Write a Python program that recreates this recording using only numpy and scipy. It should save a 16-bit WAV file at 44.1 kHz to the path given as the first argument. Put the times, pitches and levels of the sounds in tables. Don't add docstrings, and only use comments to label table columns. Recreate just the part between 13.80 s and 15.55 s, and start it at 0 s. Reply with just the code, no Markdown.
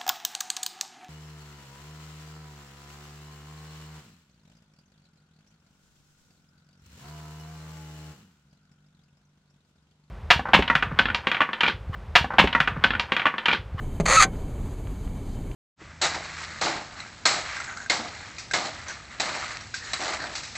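import sys
import numpy as np
from scipy import signal
from scipy.fft import rfft, irfft, next_fast_len
from scipy.io import wavfile

SR = 44100
rng = np.random.default_rng(int(sys.argv[2]) if len(sys.argv) > 2 else 0)


def master_out(mix):
    frames = np.transpose(np.atleast_2d(mix))
    ceiling = np.clip(frames, -1, 1)
    pcm = np.round(ceiling * 32767).astype(np.int16)
    wavfile.write(sys.argv[1], SR, pcm)


N = 77175
TIME = np.arange(N) / SR

# time in seconds, slips per second, timing scatter in cycles,
# weakness of every second slip from 0 to 1.
TWIST = [(.255, 760, 0.28, 0.1), (.30, 800, .3, 0.29), (.325, 1200, .24, 0.55), (.362, 1290, 0.19, 0.76),
         (.374, 1312, 0.046, 0), (.387, 1305, 0.11, 0), (.398, 1235, 0.045, 0.2), (.411, 1230, .3, 0.74),
         (.428, 1105, .19, 0.24), (.448, 1056, .25, 0.35)]
# frequency in Hz, gain in dB.
CAP_COLOUR = [(150, -14), (400, -8), (600, -2.5), (900, -3.5), (1250, 8), (1480, -3.5), (1850, 4),
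              (2300, 3), (2950, -10.5), (4200, -1.5), (5200, -8.5), (6500, 1), (7600, -6), (10000, -19.5),
              (12500, -35.5), (15000, -59)]


def amp(db):
    return 10 ** (np.asarray(db) / 20)


def unit(x):
    return x / np.sqrt(np.mean(x ** 2) + 1e-20)


def curve(rows, column=1, outside=None):
    rows = np.array(rows)
    return np.interp(TIME, rows[:, 0], rows[:, column], outside, outside)


def level(rows):
    return amp(curve(rows, outside=-np.inf))


def read(points, hz):
    f, value = np.transpose(points)
    return np.interp(np.log(hz + 1), np.log(f), value)


def colour(x, db_at):
    size = 2 * next_fast_len(N)
    hz = abs(np.fft.fftfreq(size, 1 / SR))
    log_gain = np.log(amp(np.maximum(db_at(hz), -100)))
    response = np.exp(np.conj(signal.hilbert(log_gain)))[:size // 2 + 1]
    return irfft(rfft(x, size) * response, size)[..., :N]


def wander(top_hz):
    slow = np.fft.rfftfreq(N, 1 / SR) < top_hz
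    return unit(irfft(rfft(rng.standard_normal(N)) * slow, N))


def ring(x, modes):
    response = sum(amp(db - 60 * TIME / t60) * np.cos(2 * np.pi * hz * TIME) for hz, db, t60 in modes)
    return signal.fftconvolve(x, response)[:N]


def burst(start, decay_s):
    x = rng.standard_normal(N) * (TIME >= start) * np.exp(-abs(TIME - start) / decay_s)
    return x / np.linalg.norm(x)


def background():
    # frequency in Hz, relative level in dB.
    rumble_colour = [(12, -38), (20, 1.5), (49, 1.5), (70, -3), (124, -4.5), (160, -10.5), (294, -13.5),
                     (319, -19), (409, -18.5), (484, -24), (1020, -30.5), (1420, -37.5), (2280, -43),
                     (3970, -47), (5380, -52.5), (6530, -44), (15000, -59)]
    # centre in Hz, width in Hz, level in dB.
    whir_bands = [(2255, 230, -66.5), (3083, 54, -69.5)]
    rumble_db, waver_db = -31.5, 1
    noise = rng.standard_normal(N) * amp(waver_db * wander(18))
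    rumble = amp(rumble_db) * unit(colour(noise, lambda hz: read(rumble_colour, hz)))
    whirs = sum(amp(db) * unit(wander(width / 2) * np.cos(2 * np.pi * hz * TIME))
                for hz, width, db in whir_bands)
    return rumble + whirs


def cabin(x, tail_db=-13):
    # frequency in Hz, seconds to fall 60 dB.
    decay_times = [(150, 0.6), (1000, 0.085), (2500, 0.072), (7000, 0.053), (14000, 0.02)]
    hz, t, spectra = signal.stft(rng.standard_normal(SR // 2), SR, nperseg=256)
    fade = amp(-60 * t / read(decay_times, hz)[:, None])
    tail = signal.istft(spectra * fade, SR, nperseg=256)[1]
    return x + amp(tail_db) * signal.fftconvolve(x, tail / np.linalg.norm(tail))[:N]


def sleeve(flutter_db=1.5):
    # time in seconds, level in dB.
    strokes = [(.45, -113), (.57, -58.5), (.77, -72), (.89, -59), (1.03, -67), (1.25, -59.5), (1.33, -66),
               (1.54, -54.5), (1.67, -69), (1.75, -65)]
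    # frequency in Hz, relative level in dB.
    cloth_colour = [(300, 12), (1200, -26), (2300, -15), (4000, 1.5), (7000, 0.5), (10000, -13),
                    (15000, -17)]
    brushing = unit(colour(rng.standard_normal(N), lambda hz: read(cloth_colour, hz)))
    return level(strokes) * brushing * amp(flutter_db * wander(60))


def palm():
    # time in seconds, level in dB.
    slide = [(.438, -60), (.45, -28.5), (.48, -36), (.52, -56), (.56, -39.5), (.66, -46.5), (.78, -47.5),
             (.95, -56.5)]
    # frequency in Hz, relative level in dB.
    skin_colour = [(100, -5.5), (260, 1.5), (500, -1.5), (900, -13), (2000, -31), (8000, -57)]
    return level(slide) * unit(colour(rng.standard_normal(N), lambda hz: read(skin_colour, hz)))


def fingers(decay_s=.0018, width_octaves=1.1, top_hz=2800):
    # start in seconds, level in dB, centre in Hz.
    taps = [(.535, -16, 1200), (.554, -13, 1290), (.584, -13, 1050), (.885, -16, 1100),
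            (1.0712, -5.5, 1150), (1.276, -13, 1400), (1.7145, -8, 2700)]

    def tap_db(hz, centre):
        octaves = np.log2((hz + 1) / centre)
        band_db = -20 * np.log10(1 + (octaves / width_octaves) ** 2)
        return band_db - 20 * np.log10(1 + (hz / top_hz) ** 2)
    return sum(amp(db) * colour(burst(start, decay_s), lambda hz: tap_db(hz, centre))
               for start, db, centre in taps)


def knocks(click_decay_s=.0047, soft_hz=500):
    # start in seconds, thud level in dB, click level in dB.
    contacts = [(0.2003, -19, -3.5), (0.2051, -26.5, -3.5), (0.2125, -33.5, -35), (0.2169, -33, -34),
                (.4475, -35, -1.5), (.4535, -39.5, -17)]
    # frequency in Hz, level in dB, seconds to fall 60 dB.
    thud_modes = [(62, -5, .12), (160, 2, .14), (190, -2, .09), (345, -2, .05), (400, -7, .07),
                  (560, -1, .06), (640, -8, .04), (1195, -12, .045), (2130, -17, .04)]
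    blows, clicks = np.zeros(N), np.zeros(N)
    for start, thud_db, click_db in contacts:
        blows[round(start * SR)] = amp(thud_db)
        clicks += amp(click_db) * burst(start, click_decay_s)
    soft_blows = colour(blows, lambda hz: -10 * np.log10(1 + (hz / soft_hz) ** 2))
    return ring(soft_blows, thud_modes) + colour(clicks, lambda hz: read(CAP_COLOUR, hz))


def cap_wall(x, spread_s=.0028, step_hz=350):
    hz = np.fft.rfftfreq(N, 1 / SR)
    delay = spread_s * np.interp(hz, np.arange(200) * step_hz, rng.random(200) - .5)
    phase = 2 * np.pi * np.cumsum(delay) * SR / N
    return irfft(rfft(x) * np.exp(-1j * phase), N)


def stick_slip(spread_db=2.2, grit_db=-4.5, grit_cycles=.35):
    cycles = np.cumsum(curve(TWIST)) / SR
    count = np.arange(1, int(cycles[-1]))
    lateness, strength = rng.standard_normal((N, 2))[count].T
    due = np.searchsorted(cycles, count)
    late_cycles = lateness * curve(TWIST, column=2)[due]
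    onsets = np.clip(np.searchsorted(cycles, count + late_cycles), 0, N - 1)
    weakness = np.clip(curve(TWIST, column=3)[due], 0, 1) * (count % 2)
    slips = np.zeros(N)
    slips[onsets] = amp(spread_db * strength) * (1 - weakness)
    grit = unit(rng.standard_normal(N) * np.exp(-(cycles % 1) / grit_cycles))
    return unit(slips) + amp(grit_db) * grit


def rasp(judder_db=1.6, judder_hz=130, low_hz=850):
    # time in seconds, level in dB.
    force = [(.250, -69), (.257, -22), (.265, -20.5), (.270, -29), (.288, -21.5), (.32, -18.5),
             (.366, -17.5), (.373, -20.5), (.396, -23.5), (.402, -17.5), (.413, -16), (.436, -14.5),
             (.445, -18.5), (.452, -54)]
    # frequency in Hz, level in dB, seconds to fall 60 dB.
    tank_modes = [(542, -43, .1), (766, -39.5, .09), (950, -50, .07), (1082, -48, .07), (1370, -47, .07),
                  (1535, -47, .08), (1672, -52, .1), (1880, -50, .06), (1945, -49, .06), (2198, -59, .23),
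                  (4455, -43, .03), (6380, -44, .035), (6940, -43, .035)]
    # time in seconds, gain in dB.
    low_gain = [(.26, 4), (.31, 6), (.35, 0), (.376, -16), (.41, -7), (.445, -6)]
    plastic = unit(colour(cap_wall(stick_slip()), lambda hz: read(CAP_COLOUR, hz)))
    drive = plastic * level(force) * amp(judder_db * wander(judder_hz))
    body = drive + ring(drive, tank_modes)
    low_end = signal.sosfiltfilt(signal.butter(4, low_hz, fs=SR, output="sos"), body)
    return body + low_end * (amp(curve(low_gain)) - 1)


def squeak():
    # time in seconds, level in dB.
    swells = [(.365, -34), (.371, -12), (.389, -8.5), (.397, -23), (.402, -11.5), (.407, -11.5),
              (.411, -27), (.432, -23), (.448, -34)]
    # multiple of the slip rate, relative level in dB.
    harmonics = [(1, 1.5), (2, -19.5), (3, -19), (5, -28)]
    phase = 2 * np.pi * np.cumsum(curve(TWIST)) / SR
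    return level(swells) * unit(sum(amp(db) * np.sin(k * phase) for k, db in harmonics))


def scene():
    mono = cabin(rasp() + fingers() + squeak() + knocks()) + palm() + sleeve() + background()
    return np.array([mono, mono])


def record(dry):
    hiss_db, top_hz = -68, 15300
    notch_hz, notch_width_hz, notch_db = 5497, 422, -13.5
    hissy = dry + amp(hiss_db) * rng.standard_normal(dry.shape)
    notched = colour(hissy, lambda hz: notch_db * np.exp(-((hz - notch_hz) / notch_width_hz) ** 2))
    band_limit = signal.firwin(511, top_hz, window=("kaiser", 9), fs=SR)
    return signal.oaconvolve(notched, band_limit[None], "same")


dry = scene()
out = record(dry)
master_out(out)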